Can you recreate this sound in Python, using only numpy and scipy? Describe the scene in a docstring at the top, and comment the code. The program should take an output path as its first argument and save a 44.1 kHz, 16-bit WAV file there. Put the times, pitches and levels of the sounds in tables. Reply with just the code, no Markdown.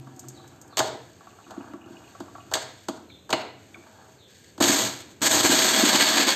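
"""A tiled kitchen with a small blender on the counter, a phone above it. Hands twist, rub and knock the jar
into its seat: short noise rattles and rubbing hiss ring jar, base, counter and collar. The motor is pulsed
once, then clicked on and left running: scattered clicks ring the shell pieces and lumps, shaped noise is the
churned water, sines are the shaft. Dense decaying noise is the hard room. Behind it, shaped noise gives hum
and hiss, wavering tones a low drone that sinks away, and falling whistles a far chick."""
import sys
import numpy as np
from scipy import signal
from scipy.fft import rfft, irfft
from scipy.io import wavfile
from scipy.ndimage import uniform_filter1d

SR = 44100
rng = np.random.default_rng(int(sys.argv[2]) if len(sys.argv) > 2 else 0)


def persist_wave(psi):
    """Save psi, clipped to +-1, as 16-bit WAV."""
    counts = np.round(np.clip(psi, -1, 1) * 32767).astype(np.int16)
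    wavfile.write(sys.argv[1], SR, np.atleast_2d(counts).T)


def invert_db(level):
    """Linear amplitude ratio for a level in decibels (20 dB per decade), elementwise."""
    return 10 ** (np.asarray(level, dtype=float) / 20)


N = 280035  # length in samples

# Colour of the room air. Each row: frequency in Hz, relative level in dB.
AIR_COLOUR = [(30, -29), (70, 0), (100, 6), (135, -1.5), (170, -0.5), (400, -2), (1000, -16), (2000, -20),
              (5000, -25.5), (7500, -15.5), (14000, -10)]
# Fade of a low drone, likely a far engine. Each row: time in seconds, level in dB.
DRONE_FADE = [(0, -50), (0.15, -54), (0.3, -54.5), (0.41, -56), (0.47, -56), (0.9, -76)]
# Tones of the drone. Each row: frequency in Hz, relative level in dB.
DRONE_TONES = [(129.2, 1), (274.5, -6), (345, -5), (775, -8)]
# Far chick, one row a cheep. Each row: start in seconds, length in seconds, first pitch in Hz,
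# level in dB before distance.
CHEEPS = [(0.321, 0.065, 4460, -45), (0.681, 0.06, 4430, -46), (1.353, 0.094, 4380, -58),
          (3.06, 0.069, 4200, -42.5), (4.148, 0.09, 4200, -47)]

# Room decay. Each row: band centre in Hz, time to fall 60 dB in seconds.
ROOM_DECAY = [(125, 0.71), (250, 0.69), (500, 0.52), (1000, 0.52), (2000, 0.65), (4000, 0.53), (8000, 0.37),
              (13000, 0.048)]
# Overall tone of the finished mix. Each row: frequency in Hz, gain in dB.
OVERALL_TONE = [(30, -13), (90, -1.5), (2000, -1.5), (2600, 2.5), (3300, 0), (4650, -5), (4950, -4.5),
                (6000, -6.5), (6300, 0), (8400, -11.5), (8800, -22.5), (9300, -40), (9700, -56),
                (11350, -60), (11650, -18.5), (14000, -21), (14400, -78)]

# Ring of the counter. Each row: frequency in Hz, width in Hz, relative level in dB.
COUNTER_RING = [(98.3, 20, 3.5), (127.5, 13.7, 4.5)]
# Ring of the rubber seal. 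Each row: frequency in Hz, width in Hz, relative level in dB.
SEAL_RING = [(2500, 78, 9.6), (2840, 63, 14), (2970, 98, 7)]
# Ring of the blender base. Each row: frequency in Hz, width in Hz, relative level in dB.
BASE_RING = [(210, 44, -4.5), (285, 23, 5.5), (351, 28, 0.5)]
# Ring of the jar. Each row: frequency in Hz, width in Hz, relative level in dB.
JAR_RING = [(450, 104, -1.5), (642.3, 30, 7), (754, 67, 2.5), (1000, 140, 1), (1364, 250, -2),
            (1647, 230, -3)]
# Ring of the shell pieces. Each row: frequency in Hz, width in Hz, relative level in dB.
SHELL_RING = [(1608, 200, 7.3), (2140, 550, 0.68), (3020, 213, 0.53), (3303, 105, 6.36), (3695, 350, 4.5),
              (4200, 420, 9.7), (4540, 510, 8)]
# Ring of hard edges. Each row: frequency in Hz, width in Hz, relative level in dB.
EDGE_RING = [(7370, 4730, 9.2), (11300, 7950, 10.9)]
# Ring of small metal parts. Each row: frequency in Hz, width in Hz, relative level in dB.
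METAL_RING = [(1500, 120, -9), (2260, 60, 0), (2400, 80, -4), (3500, 150, -12)]
# Ring of the loose collar. Each row: frequency in Hz, width in Hz, relative level in dB.
COLLAR_RING = [(720, 61, 2), (1135, 33, 4), (1340, 97, -0.5)]
# Ring of the locking tab. Each row: frequency in Hz, width in Hz, relative level in dB.
TAB_RING = [(2020, 480, -8.5), (2930, 220, -5), (4200, 370, -5.5)]

# Base pushed about. Each row: time at full strength in seconds, hold in seconds, base wobble drive in dB,
# counter boom in dB relative to the wobble.
PUSHES = [(0, 0.29, -51.5, -26), (.25, 0.59, -57, -30), (.78, 0.12, -48.5, -3), (1.5, 0.433, -50.5, -13.5),
          (2.2, 0.45, -59, 4), (3.72, 0.079, -55, -21)]
# Jar twisted in its seal. Each row: time at full strength in seconds, hold in seconds, creak drive in dB.
TWISTS = [(0, 1, -53.5), (1.2, 0.22, -54), (1.5, 0.24, -47), (1.8, 0.43, -51), (2.33, 0.21, -58),
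          (3.75, 0.34, -50)]
# Jar shuddering after it drops into its seat. Each row: time at full strength in seconds, hold in seconds,
# level in dB.
SHUDDERS = [(.82, 0.025, -32.5), (2.575, 0.012, -43), (3.35, 0.027, -36)]
# Fingers sliding. Each row: time at full strength in seconds, hold in seconds, rustle drive in dB.
STROKES = [(0, 0.55, -56.5), (.9, 0.8, -54.5), (1.9, 0.16, -53.5), (2.1, 0.41, -54), (2.6, 0.25, -51.5),
           (3.6, 0.54, -54.5), (4.3, 0.19, -50.5)]

# Jar knocked in its seat; the last row is the switch click. Each row: start in seconds, jar drive in dB,
# base thud in dB relative to the jar, hardness in dB relative to the jar.
KNOCKS = [(0.072, -46.5, 6, -26), (0.770, -24.5, -23, -0.5), (0.779, -26.5, -19, 0.5),
          (0.790, -19, -5.5, -1), (0.800, -15, -18, -37), (1.506, -37.5, -29, -12), (1.600, -57, 23, -15),
          (1.734, -48.5, 21, -12), (1.858, -57, 22, -8), (1.932, -62, 20, -21), (2.202, -34, 7, -14),
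          (2.513, -31.5, -25, -14), (2.521, -28, -31, -20), (2.537, -28.5, -15, 8.5),
          (2.552, -23, -8.5, -8.5), (2.567, -25.5, -18, -17), (2.884, -24, 2.5, -10.5),
          (3.292, -31, -11, -18), (3.303, -26.5, -12, -6.5), (3.327, -15, -5, -13.5),
          (4.578, -37.5, 4, -11), (4.605, -15.5, 2.5, -20), (4.624, -23, -1, 4.5), (4.638, -21, -8, 2),
          (4.682, -30.5, -13, 10), (4.787, -33, 6, 4), (5.207, -44.5, 9, -7)]
# Loose collar tapping in its seat. Each row: start in seconds, drive in dB.
TAPS = [(0.069, -42.5), (0.237, -45), (0.39, -43.5), (0.516, -48), (0.724, -40), (1.207, -43), (1.269, -38),
        (1.327, -50), (1.385, -42), (1.464, -45), (1.536, -40), (1.564, -39.5), (1.638, -41),
        (1.734, -36.5), (2.149, -39.5), (2.279, -41), (2.35, -32.5), (2.38, -36.5), (3.755, -45),
        (4.014, -55)]
# Seal chirping as it lets go. Each row: start in seconds, drive in dB.
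SQUEAKS = [(1.303, -55), (1.44, -51), (1.606, -49.5), (1.712, -52), (1.838, -51), (1.811, -48.5),
           (1.868, -55), (1.949, -56), (1.965, -46), (2.04, -49), (2.076, -49), (2.402, -48)]
# Locking tab snapping home. Each row: start in seconds, drive in dB.
SNAPS = [(3.327, -19)]
# Fingernail ticks on hard edges. Each row: start in seconds, drive in dB.
TICKS = [(0.162, -46), (0.193, -31.5), (0.284, -31), (0.476, -44), (0.614, -38), (0.677, -49), (4.122, -52)]
# Small metal clinks. Each row: start in seconds, drive in dB.
CLINKS = [(3.099, -58), (3.742, -47.5)]

# Motor switched. Each row: on in seconds, off in seconds, grinding drive in dB at full speed.
RUNS = [(4.603, 4.733, -22), (5.217, 6.5, -20)]
# Uneven level of the grinding. Each row: time in seconds, change of the grinding in dB.
GRIND_LEVEL = [(4.6, -3), (4.66, -2), (4.75, 2), (5.22, -3.5), (5.278, 3), (5.288, -11), (5.308, 0.5),
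               (5.408, -0.5), (5.42, -9.5), (5.456, 6.5), (5.486, -6.5), (5.514, 2.5), (5.68, -0.5),
               (5.94, 0.5), (5.962, 5), (5.99, -7.5), (6.006, 2), (6.05, -3), (6.088, 2.5), (6.112, -3),
               (6.198, 1), (6.258, -5.5), (6.29, 4), (6.35, -9.5)]
# Colour of churned water. Each row: frequency in Hz, relative level in dB per Hz.
WATER_COLOUR = [(60, -46), (100, -11.5), (300, 2), (1000, 1), (2500, -13), (4000, 7.5), (8000, -23.5),
                (14000, -8.5)]

MOVE_RISE_S, MOVE_FADE_S = 0.037, 0.058  # straight rise, time constant of the fade
RATTLE_MS = 13.3  # larger is a longer rattle; its envelope falls by e in half this time
JAR_SOFT_HZ = 2240  # soft knocks and rubs ring the jar dully
SPIN_UP_S, COAST_S = 0.0012, 0.23  # the blades brake evenly in the slurry
SETTLE_DB, SETTLE_DB_PER_S = -10.5, 62  # the slurry swirls on unevenly after the blades stop
SHAFT_HZ, SHAFT_DB = 169.3, -15.5  # unbalanced shaft at full speed; drive before the glare
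GROWL_DB, GROWL_SLOW_DB = -6.5, 6  # base drive in the grinding; more at low speed
BOOM_DB, BOOM_DB_PER_S = -24, -29  # counter drive in the grinding; lumps wear down
SHAKE_SPEED, SHAKE_WIDTH, SHAKE_DB = 0.43, 0.53, 24  # share of full speed where the counter shakes most
GLARE_DB_PER_S = 4  # finer shell pieces ring more and scrape the edges less


def level(x, db):
    """Scale to an rms level."""
    return x * invert_db(db) / np.sqrt(np.mean(x ** 2))


def colour(x, points):
    """Shape a sound by (Hz, dB) points, joined along log frequency."""
    hz, db = np.transpose(points)
    f = np.maximum(np.arange(len(x) // 2 + 1) * SR / len(x), 1)
    gain = invert_db(np.interp(np.log(f), np.log(hz), db))
    return irfft(rfft(x) * gain, len(x))


def band(x, hz, width):
    """One resonance, gain 1 at its centre."""
    return signal.lfilter(*signal.iirpeak(hz, hz / width, fs=SR), x)


def resonate(x, modes):
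    """Resonances side by side, alternate signs."""
    return sum((-1) ** k * invert_db(db) * band(x, hz, width) for k, (hz, width, db) in enumerate(modes))


def ring(x, modes):
    """A body's resonances, scaled so that a steady hiss comes out at its own level."""
    kick = np.eye(1, 4096)[0]
    return resonate(x, modes) / np.sqrt(np.sum(resonate(kick, modes) ** 2))


def walk(rate):
    """Random levels held 1 / rate s and slewed twice; spread 1."""
    hold = int(SR / rate)
    steps = np.repeat(rng.standard_normal(N // hold + 1), hold)
    slewed = uniform_filter1d(uniform_filter1d(steps, hold), hold)
    return level(slewed[:N], 0)


def grains(rate, spread_db):
    """Scattered clicks at a mean rate per second, most small, a few large."""
    hit = rng.random(N) < rate / SR
    size = invert_db(spread_db * rng.exponential(size=N))
    return level(hit * size * rng.standard_normal(N), 0)


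def moves(table):
    """One gain track per level column: each move rises, holds and fades."""
    t, out = np.arange(N) / SR, 0
    for s, hold, db, *rel_db in table:
        rise = np.clip((t - s) / MOVE_RISE_S + 1, 0, 1)
        fade = np.exp(-np.maximum(t - s - hold, 0) / MOVE_FADE_S)
        out = out + invert_db(db + np.array([0, *rel_db]))[:, None] * rise * fade
    return out


def rattles(table):
    """Each contact is a short rattle of even colour; one track per level column."""
    tracks = np.zeros((len(table[0]) - 1, N + 4096))
    t = np.arange(4096) / SR
    shape = np.exp(-t * 2000 / RATTLE_MS) * (1 - np.exp(-t / 0.0005))
    for s, db, *rel_db in table:
        i = int(s * SR)
        burst = rng.standard_normal(4096) * shape
        for _ in range(3):  # many tiny contacts average to a flat spectrum
            flat = irfft(np.exp(1j * np.angle(rfft(burst))))
            burst = shape ** 0.052 * flat
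        burst = burst / np.sqrt(np.sum(burst ** 2))
        tracks[:, i:i + 4096] += invert_db(db + np.array([0, *rel_db]))[:, None] * burst
    return tracks[:, :N]


def air():
    """Low hum and hiss of the house: shaped noise, swelling a little."""
    still = colour(rng.standard_normal(N), AIR_COLOUR)
    return level(still * invert_db(0.98 * walk(4.4)), -50)


def drone():
    """A few low tones whose pitch wavers and whose level rasps."""
    t, tones = np.arange(N) / SR, 0
    for hz, db in DRONE_TONES:
        rasp = invert_db(db + 4 * walk(40))
        waver = hz * (1 + 0.02 * walk(11))
        tones = tones + rasp * np.sin(2 * np.pi * np.cumsum(waver) / SR)
    return np.sqrt(2) * tones * invert_db(np.interp(t, *np.transpose(DRONE_FADE)))


def chick():
    """Falling whistles, slightly husky from a fast random waver of the pitch."""
    out, husk_hz = 0, 190 * walk(500)
    for s, length, from_hz, db in CHEEPS:
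        u = np.clip((np.arange(N) / SR - s) / length, 0, 1)  # 0 to 1 through the cheep
        hz = from_hz - 1093 * u ** 2.1 + husk_hz
        swell = np.sin(np.pi * u ** 1.7)
        out = out + invert_db(db) * swell * np.sin(2 * np.pi * np.cumsum(hz) / SR)
    return out


def room(x):
    """Dense reflections off tiles, each band dying at its own rate."""
    t, tail = np.arange(SR) / SR, 0
    for f, t60 in ROOM_DECAY:
        noise = band(band(rng.standard_normal(SR), f, 0.86 * f), f, 0.86 * f)
        tail = tail + level(noise, 0) * np.sqrt(f) * 1000. ** (-t / t60)
    tail = tail * (1 - np.exp(-t / 0.00017))  # quick build-up
    return signal.fftconvolve(x, tail / np.sqrt(np.sum(tail ** 2)))[:N]


def pushes():
    """Moving arms: small clicks boom the counter and rock the base."""
    wobble, boom = moves(PUSHES)
    counter = ring(grains(420, 0.85), COUNTER_RING) * boom
    return invert_db(0.5) * counter + ring(grains(500, 4.2), BASE_RING) * wobble


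def twists():
    """Stick-slip rubbing rings jar and collar; dull clicks ring the jar as it shudders in its seat."""
    slips = uniform_filter1d(np.abs(grains(98, 0.7)), size=500)  # stick and slip in short bursts
    rub = level((slips + 0.07) * rng.standard_normal(N), 0)
    soft = signal.lfilter(*signal.butter(2, JAR_SOFT_HZ, fs=SR), rub)
    creak = ring(soft, JAR_RING) + invert_db(-9) * ring(soft, COLLAR_RING)
    shake = signal.lfilter(*signal.butter(4, 710, fs=SR), grains(1500, 1))
    shudder = level(ring(shake, JAR_RING), 0)
    return invert_db(-8) * creak * moves(TWISTS)[0] + shudder * moves(SHUDDERS)[0]


def strokes():
    """Sliding fingers: dense small clicks ring hard edges and, less, the shell resonances."""
    skin = grains(6000, 1.8)
    rustle = ring(skin, EDGE_RING) + invert_db(-11) * ring(skin, SHELL_RING)
    return rustle * moves(STROKES)[0]


def hands():
    """The counter booms under the arms, the base rocks, the jar creaks and shudders, fingers rustle."""
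    return pushes() + twists() + strokes()


def small_contacts():
    """Taps, squeaks, snaps, ticks and clinks: each rattle rings its own small body."""
    taps = band(ring(rattles(TAPS)[0], COLLAR_RING), 890, 900)
    squeaks = ring(rattles(SQUEAKS)[0], SEAL_RING)
    snaps = ring(rattles(SNAPS)[0], TAB_RING)
    ticks = ring(rattles(TICKS)[0], EDGE_RING)
    clinks = ring(rattles(CLINKS)[0], METAL_RING)
    return invert_db(21.5) * taps + invert_db(16) * squeaks + invert_db(23.5) * snaps + invert_db(28.5) * (ticks + clinks)


def knocks():
    """Knocks and the switch click ring jar, base and counter; the harder, the more shell and edges crack."""
    jar, thud, hard = rattles(KNOCKS)
    soft = signal.lfilter(*signal.butter(2, JAR_SOFT_HZ, fs=SR), jar)
    body = invert_db(23) * ring(soft, JAR_RING) + invert_db(20.5) * ring(thud, BASE_RING)
    body = body + invert_db(2) * ring(jar, COUNTER_RING)
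    crack = ring(hard, SHELL_RING) + invert_db(9.5) * ring(hard, EDGE_RING) + invert_db(-14.5) * hard
    return body + invert_db(25.5) * crack


def blade_speed(on, off, settle):
    """Share of full speed: a quick start from half, an even braking, then the slurry swirling on."""
    t = np.arange(N) / SR
    start = 1 - 0.5 * np.exp(-np.maximum(t - on, 0) / SPIN_UP_S)
    blades = (t > on) * start * np.clip(1 - (t - off) / COAST_S, 0, 1)
    swirl = (t > off) * invert_db(SETTLE_DB - (t - off) * SETTLE_DB_PER_S) * settle
    return np.maximum(blades, swirl)


def blender():
    """Shell pieces tick on the jar, lumps jolt the base, water churns, shaft and counter hum, all unevenly."""
    ticks, lumps = grains(6000, 1.64), grains(500, 3.1)
    pieces, edges = ring(ticks, SHELL_RING), invert_db(1) * ring(ticks, EDGE_RING)
    jar = invert_db(-6) * ring(ticks, JAR_RING)
    base, counter = ring(lumps, BASE_RING), ring(lumps, COUNTER_RING)
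    flutter = invert_db(1.2 * walk(75))
    water = level(colour(rng.standard_normal(N), WATER_COLOUR), -6.5) * invert_db(1.5 * walk(40))
    out, t = 0, np.arange(N) / SR
    uneven_db = walk(80) + np.interp(t, *np.transpose(GRIND_LEVEL))
    settle = invert_db(3 * walk(45))
    wobble = 1 + 0.012 * walk(12)  # uneven turning
    for on, off, db in RUNS:
        ran = np.maximum(t - on, 0)
        speed = blade_speed(on, off, settle)
        growl_db = GROWL_DB + GROWL_SLOW_DB * (1 - speed)
        shake_db = SHAKE_DB * np.exp(-((speed - SHAKE_SPEED) / SHAKE_WIDTH) ** 2)
        boom_db = BOOM_DB + BOOM_DB_PER_S * ran + shake_db
        glare = invert_db(GLARE_DB_PER_S * (np.minimum(ran, 1.2) - 1.77))
        shell = flutter * (pieces * glare + edges / glare)
        turn = 2 * np.pi * np.cumsum(SHAFT_HZ * speed * wobble) / SR
        # the shaft comes clearer as the slurry thins
        shaft = invert_db(SHAFT_DB) * glare ** 3 * (np.sin(turn) + np.sin(2 * turn))
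        low = invert_db(growl_db) * base + invert_db(boom_db) * counter + shaft
        out = out + speed * invert_db(db - 2.5 + uneven_db) * (invert_db(4) * shell + water + jar + low)
    return out


def scene():
    """Near sounds reach the phone direct and by the walls, the chick mostly by the walls."""
    bird, touch, blows, motor = chick(), hands(), knocks() + small_contacts(), blender()
    walls = room(invert_db(-6.5) * bird + invert_db(-6) * touch + invert_db(-9.5) * blows + invert_db(-11) * motor)
    direct = invert_db(-28) * bird + touch + blows + motor
    return (air() + drone() + direct + walls)[None]


def top_cut(x):
    """Nothing passes above the cut-off."""
    return signal.sosfilt(signal.butter(12, 15120, fs=SR, output="sos"), x)


def record(dry):
    """Loud peaks are rounded off and the overall tone is set."""
    soft = np.tanh(1.135 * dry[0]) / 0.93
    mix = colour(soft, OVERALL_TONE)[None]
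    return top_cut(mix)


dry = scene()
out = record(dry)
persist_wave(out)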